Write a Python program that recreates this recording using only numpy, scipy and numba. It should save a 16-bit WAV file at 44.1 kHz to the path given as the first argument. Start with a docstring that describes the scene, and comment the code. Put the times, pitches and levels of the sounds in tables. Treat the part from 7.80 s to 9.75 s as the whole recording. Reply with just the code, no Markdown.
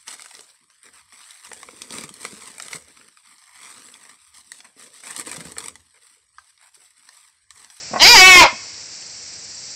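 """A garden lawn by a board fence. A fawn stuck between the boards kicks the wood and gives one loud,
harsh bleat close to the microphone, its pulsing vocal folds ringing its throat. The bleat rises, breaks
to a lower held note and sags; it overloads the recorder and dies away over the lawn. One more kick
lands and two dry stems snap. All along, insects hiss in the grass and one cricket pulses above them."""
import sys
import numpy as np
from scipy import signal
from scipy.fft import rfft, irfft
from scipy.io import wavfile
from scipy.ndimage import uniform_filter1d
from numba import njit

SR = 44100
rng = np.random.default_rng(int(sys.argv[2]) if len(sys.argv) > 2 else 0)


def put_to_file(sound):
    """Save the sound as 16-bit audio at rate SR, in the file named by the first command-line argument."""
    columns = np.atleast_2d(sound).T  # one column per channel
    safe = np.clip(columns, -1, 1)
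    whole_steps = np.round(safe * 32767)
    wavfile.write(sys.argv[1], SR, whole_steps.astype(np.int16))


N = 85995
T = np.arange(N) / SR


def from_db(db):
    """Decibels to gain."""
    return 10 ** (np.asarray(db) / 20)


def rms_one(x):
    """Scale to rms 1."""
    return x / np.sqrt(np.mean(x ** 2) + 1e-20)


def in_time(rows):
    """Turn breakpoints (time, values...) into one envelope per value column."""
    times, *columns = np.transpose(rows)
    return [np.interp(T, times, column) for column in columns]


def low_pass(x, hz, order=2):
    """Butterworth low-pass."""
    return signal.sosfilt(signal.butter(order, min(hz, .45 * SR), fs=SR, output="sos"), x + 1e-18)


def drift(hz):
    """Random modulation up to about hz, rms 1."""
    return rms_one(low_pass(rng.standard_normal(N + SR), hz)[SR:])


def coloured(spectrum):
    """Noise with the given spectrum, rms 1, rolling off above its last point."""
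    hz, db = np.transpose(spectrum)
    f = np.maximum(np.arange(N // 2 + 1) * SR / N, 1)
    gain = from_db(np.interp(np.log(f), np.log(hz), db)) / (1 + (f / hz[-1]) ** 10)
    return rms_one(irfft(rfft(rng.standard_normal(N)) * gain, N))


def ring(x, hz, t60):
    """One mode: a unit click rings a sine of height 1 that falls 60 dB in t60 seconds."""
    r, turn = from_db(-60 / (t60 * SR)), 2 * np.pi * hz / SR
    return signal.lfilter([0, np.sin(turn)], [1, -2 * r * np.cos(turn), r * r], x + 1e-18)


@njit
def resonate(x, turn, r):
    """A swept resonance (turn: centre in radians per sample, r: pole radius)."""
    y = np.zeros(len(x))
    for i in range(2, len(x)):
        y[i] = (1 - r * r) / 2 * (x[i] - x[i - 2]) + 2 * r * np.cos(turn[i]) * y[i - 1] - r * r * y[i - 2]
    return y


def air():
    """The far background of the garden, a faint bed of noise."""
    # fader of the bed (time [s], level [dB])
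    fader = [(0, -43), (0.8, -46), (1.2, -48.5), (1.95, -48.5)]
    # colour of the bed (frequency [Hz], relative level [dB])
    spectrum = [(15, -59), (25, -29), (92, -2), (124, -5), (152, -4.5), (242, -9.5), (332, -9), (436, -11),
                (464, -6.5), (1170, -12.5), (2290, -4.5), (3800, -16.5), (4940, -37), (8360, -120)]
    level_db, = in_time(fader)
    return from_db(level_db) * coloured(spectrum)


def insects():
    """Many far insects merge into a fluttering hiss."""
    # colour of the chorus (frequency [Hz], relative level [dB])
    spectrum = [(3000, -32.5), (3800, -18.5), (4250, -11), (4700, -6), (5000, -7), (5300, -4.5),
                (5700, -4.5), (6150, -8.5), (6400, -14.5), (7100, -8), (7600, -5.5), (8400, -11),
                (8800, -28), (9300, -62)]
    # fader of the chorus (time [s], level [dB])
    fader = [(0, -35), (0.9, -35.5), (1.2, -36.5), (1.7, -37), (1.85, -35), (1.95, -34.5)]
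    level_db, = in_time(fader)
    flutter_db = 0.63
    return coloured(spectrum) * from_db(level_db + flutter_db * drift(hz=40))


def cricket():
    """Evenly spaced strokes ring the wings with narrow, scratchy tones that fall in pitch."""
    # fader of the cricket (time [s], level [dB])
    fader = [(0, -32), (0.95, -42), (1.15, -31.5), (1.95, -30)]
    # wing resonances (frequency [Hz], width [Hz], relative level [dB])
    wings = [(7610, 200, -5.5), (8350, 220, -11)]
    first_s, period_s, pulse_s, fall_hz = 0.030, 0.0538, 0.0082, 256
    level_db, = in_time(fader)
    offset = ((T - first_s) / period_s + .5) % 1 - .5
    stroke = offset * period_s / pulse_s  # pulse widths from the middle of the nearest stroke
    envelope = from_db(level_db) * np.exp(-stroke ** 2 / 2)
    tone = 0
    for hz, width_hz, db in wings:
        phase = 2 * np.pi * np.cumsum(hz - fall_hz * np.tanh(stroke / 2) / 2) / SR
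        tone += from_db(db) * np.cos(phase + drift(width_hz))
    return low_pass(envelope * tone, hz=8500, order=12)


def kicks():
    """Each kick of a hoof is a soft blow and a short scuff that ring the board."""
    # hoof hits (time [s], level [dB], centre of the blow [Hz])
    hits = [(0.111, -26, 250), (0.1335, -20.5, 520), (0.139, -15, 770), (0.1595, -13, 1090),
            (0.166, -17.5, 1160), (0.726, -28.5, 283)]
    # modes of a fence board (frequency [Hz], gain [dB], t60 [s])
    modes = [(210, 4.5, 0.04), (506, -1, 0.039), (710, 5.5, 0.032), (1079, 1, 0.035), (1220, -1, 0.017),
             (1524, -4, 0.044), (1986, -1.5, 0.018), (2610, -6, 0.019), (3340, -16, .012)]
    scuff_gain, scuff_s, band_ratio = 0.06, 0.017, 1.78
    force = np.zeros(N)
    for at, db, hz in hits:
        blow = scuff_gain * rng.standard_normal(N) * np.exp(-np.abs(T - at) / scuff_s) * (T > at)
        blow[int(at * SR)] += 1  # the impact ahead of the scuff
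        band = signal.butter(1, [hz / band_ratio, hz * band_ratio], "band", fs=SR, output="sos")
        force += from_db(db) * signal.sosfilt(band, blow + 1e-18)
    return sum((-1) ** k * from_db(db) * ring(force, hz, t60) for k, (hz, db, t60) in enumerate(modes)) / 2


def vocal_folds():
    """The folds pulse; hoarseness shakes their pitch and level and adds a rasp to each cycle."""
    # pitch of the bleat (time [s], pitch [Hz])
    melody = [(0.2, 255.4), (0.218, 305.6), (0.246, 358.7), (0.266, 394.7), (0.276, 434.8), (0.284, 460),
              (0.294, 477.2), (0.31, 484.6), (0.338, 479.9), (0.352, 452), (0.366, 404.3), (0.38, 377.6),
              (0.42, 369.5), (0.482, 377), (0.556, 361.1), (0.6, 347.5), (0.612, 333.3), (0.634, 304.0),
              (0.65, 275.9), (0.67, 271.2)]
    # hoarseness (time [s], roughness [0-1])
    hoarseness = [(0.2, .14), (0.23, .2), (0.27, .3), (0.29, .06), (0.338, .06), (0.36, .25), (0.385, .04),
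                  (0.6, .04), (0.625, .08), (0.645, .16)]
    jitter, shimmer_db = 0.022, 19.5  # at full roughness
    shake_hz = 145
    pitch, = in_time(melody)
    rough, = in_time(hoarseness)
    phase = 2 * np.pi * np.cumsum(pitch * (1 + jitter * rough * drift(shake_hz))) / SR
    pulses = rms_one(sum(np.cos(k * phase) for k in range(1, 25)))
    rasp = rough * rng.standard_normal(N) * (1 + np.cos(phase))
    return pulses * from_db(shimmer_db * rough * drift(shake_hz)) + rasp


def bleat():
    """The folds ring five throat formants; the mouth opens and closes, sweeping the lowest two."""
    # push of the voice (time [s], level [dB])
    effort = [(0.186, -30), (0.196, -19), (0.201, -4), (0.212, -7.5), (0.235, 12.5), (0.3, 13),
              (0.37, 22.5), (0.48, 24), (0.57, 26), (0.632, 10.5), (0.652, -10), (0.668, -7), (0.685, -54)]
    # formants moved by the mouth (time [s], first [Hz], second [Hz])
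    mouth = [(0.2, 800, 1926), (0.26, 826, 2265), (0.34, 880, 2277), (0.365, 927, 2104), (0.41, 873, 2310),
             (0.47, 956, 2421), (0.53, 1021, 2311), (0.59, 1011, 2190), (0.635, 869, 2200),
             (0.668, 570, 2040)]
    # the three steady upper formants (centre [Hz])
    upper_hz = [2991, 4105, 4823]
    # the five formants (width of the first filter pass [Hz], gain [dB])
    throat = [(487, 1), (539, 2), (406, 1), (470, 0.5), (800, 5.5)]
    # formant balance (time [s], first [dB], second [dB], third [dB], fourth [dB], fifth [dB])
    vowel = [(0.2, -17.5, -18, -16, -12, -22), (0.22, -7.5, -8, -3.5, -6, -14),
             (0.236, -15, -10, -13.5, -18, 0.5), (0.255, -25, -8, -16, -8.5, -11.5),
             (0.285, -15, -8, -11.5, -10, -5), (0.325, -16.5, -10, -24.5, -9, -6.5),
             (0.35, -9.5, -18.5, -21.5, -38.5, -16.5), (0.375, -14.5, -6, -12, -10.5, -4.5),
             (0.405, -11.5, -9, -16.5, -59, -7.5), (0.435, -9, -2.5, -13, -32, -17.5),
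             (0.48, -7, 1.5, -6, -5, -11), (0.55, -13, -5, -19, -32, -18.5),
             (0.59, -11, -6.5, -16.5, -21.5, -12), (0.618, -4, -9.5, -23.5, -15, -34.5),
             (0.64, -7.5, -9, -29, -10.5, -33.5), (0.657, -3, -34, -33, -20, -21),
             (0.67, -18.5, -39, -21, -34, -27)]
    folds = vocal_folds()
    centres = in_time(mouth) + [np.full(N, hz) for hz in upper_hz]
    voice = 0
    for hz, (width_hz, gain_db), level_db in zip(centres, throat, in_time(vowel)):
        turn, r = 2 * np.pi * hz / SR, np.exp(-np.pi * width_hz / SR)
        band = resonate(resonate(folds, turn, r), turn, r * r)
        power = uniform_filter1d(uniform_filter1d(band ** 2, size=300), size=300)
        levelled = band / np.sqrt(np.abs(power) + 1e-12)
        voice += levelled * from_db(level_db + gain_db)
    effort_db, = in_time(effort)
    gate = (T > effort[0][0]) * (T < effort[-1][0])
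    return voice * from_db(effort_db) * gate


def lawn(x):
    """Outdoor reverb: a quick scatter from the fence and a faint, long tail from the trees."""
    fence, trees = (-22.5, 0.18), (-53, 0.69)  # (level [dB], t60 [s])
    build_up = 1 - np.exp(-T / 0.0035)
    response = np.zeros(N)
    for db, t60 in (fence, trees):
        scatter = low_pass(rng.standard_normal(N), hz=4240, order=1)
        tail = scatter * from_db(-60 * T / t60) * build_up
        response += from_db(db) * tail / np.sqrt(np.sum(tail ** 2))
    return x + signal.fftconvolve(x, response)[:N]


def snaps():
    """Dry grass stems snap with tiny, ringing clicks."""
    # snapping stems (time [s], level [dB], pitch [Hz])
    stems = [(0.944, -22, 4440), (1.225, -26.5, 2770)]
    clicks = np.zeros(N)
    for at, db, hz in stems:
        clicks += from_db(db) * ring(signal.unit_impulse(N, int(at * SR)), hz, t60=0.0036)
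    return clicks


def scene():
    """The fawn over the garden ambience, one microphone feeding both channels."""
    sound = lawn(bleat() + kicks()) + snaps() + cricket() + air() + insects()
    return np.array([sound, sound])


def record(dry):
    """The recorder's input overloads a little unevenly; the top end is dulled and then cut."""
    ceiling, knee, bias = 0.63, 13, 0.01
    dull_hz, dull_share, cutoff_hz = 7790, 0.73, 15700
    drive = signal.resample_poly(dry, 2, 1, axis=1) / ceiling  # oversampled for the clipper
    clipped = drive / (1 + np.abs(drive) ** knee) ** (1 / knee)
    lopsided = signal.resample_poly(ceiling * (clipped + bias * clipped ** 2), 1, 2, axis=1)
    gentle = signal.firwin(41, dull_hz, fs=SR)[None]
    steep = signal.firwin(301, cutoff_hz, fs=SR)[None]
    dull = signal.fftconvolve(lopsided, gentle, "same", axes=1)
    blend = dull_share * dull + (1 - dull_share) * lopsided
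    return signal.fftconvolve(blend, steep, "same", axes=1)


dry = scene()
out = record(dry)
put_to_file(out)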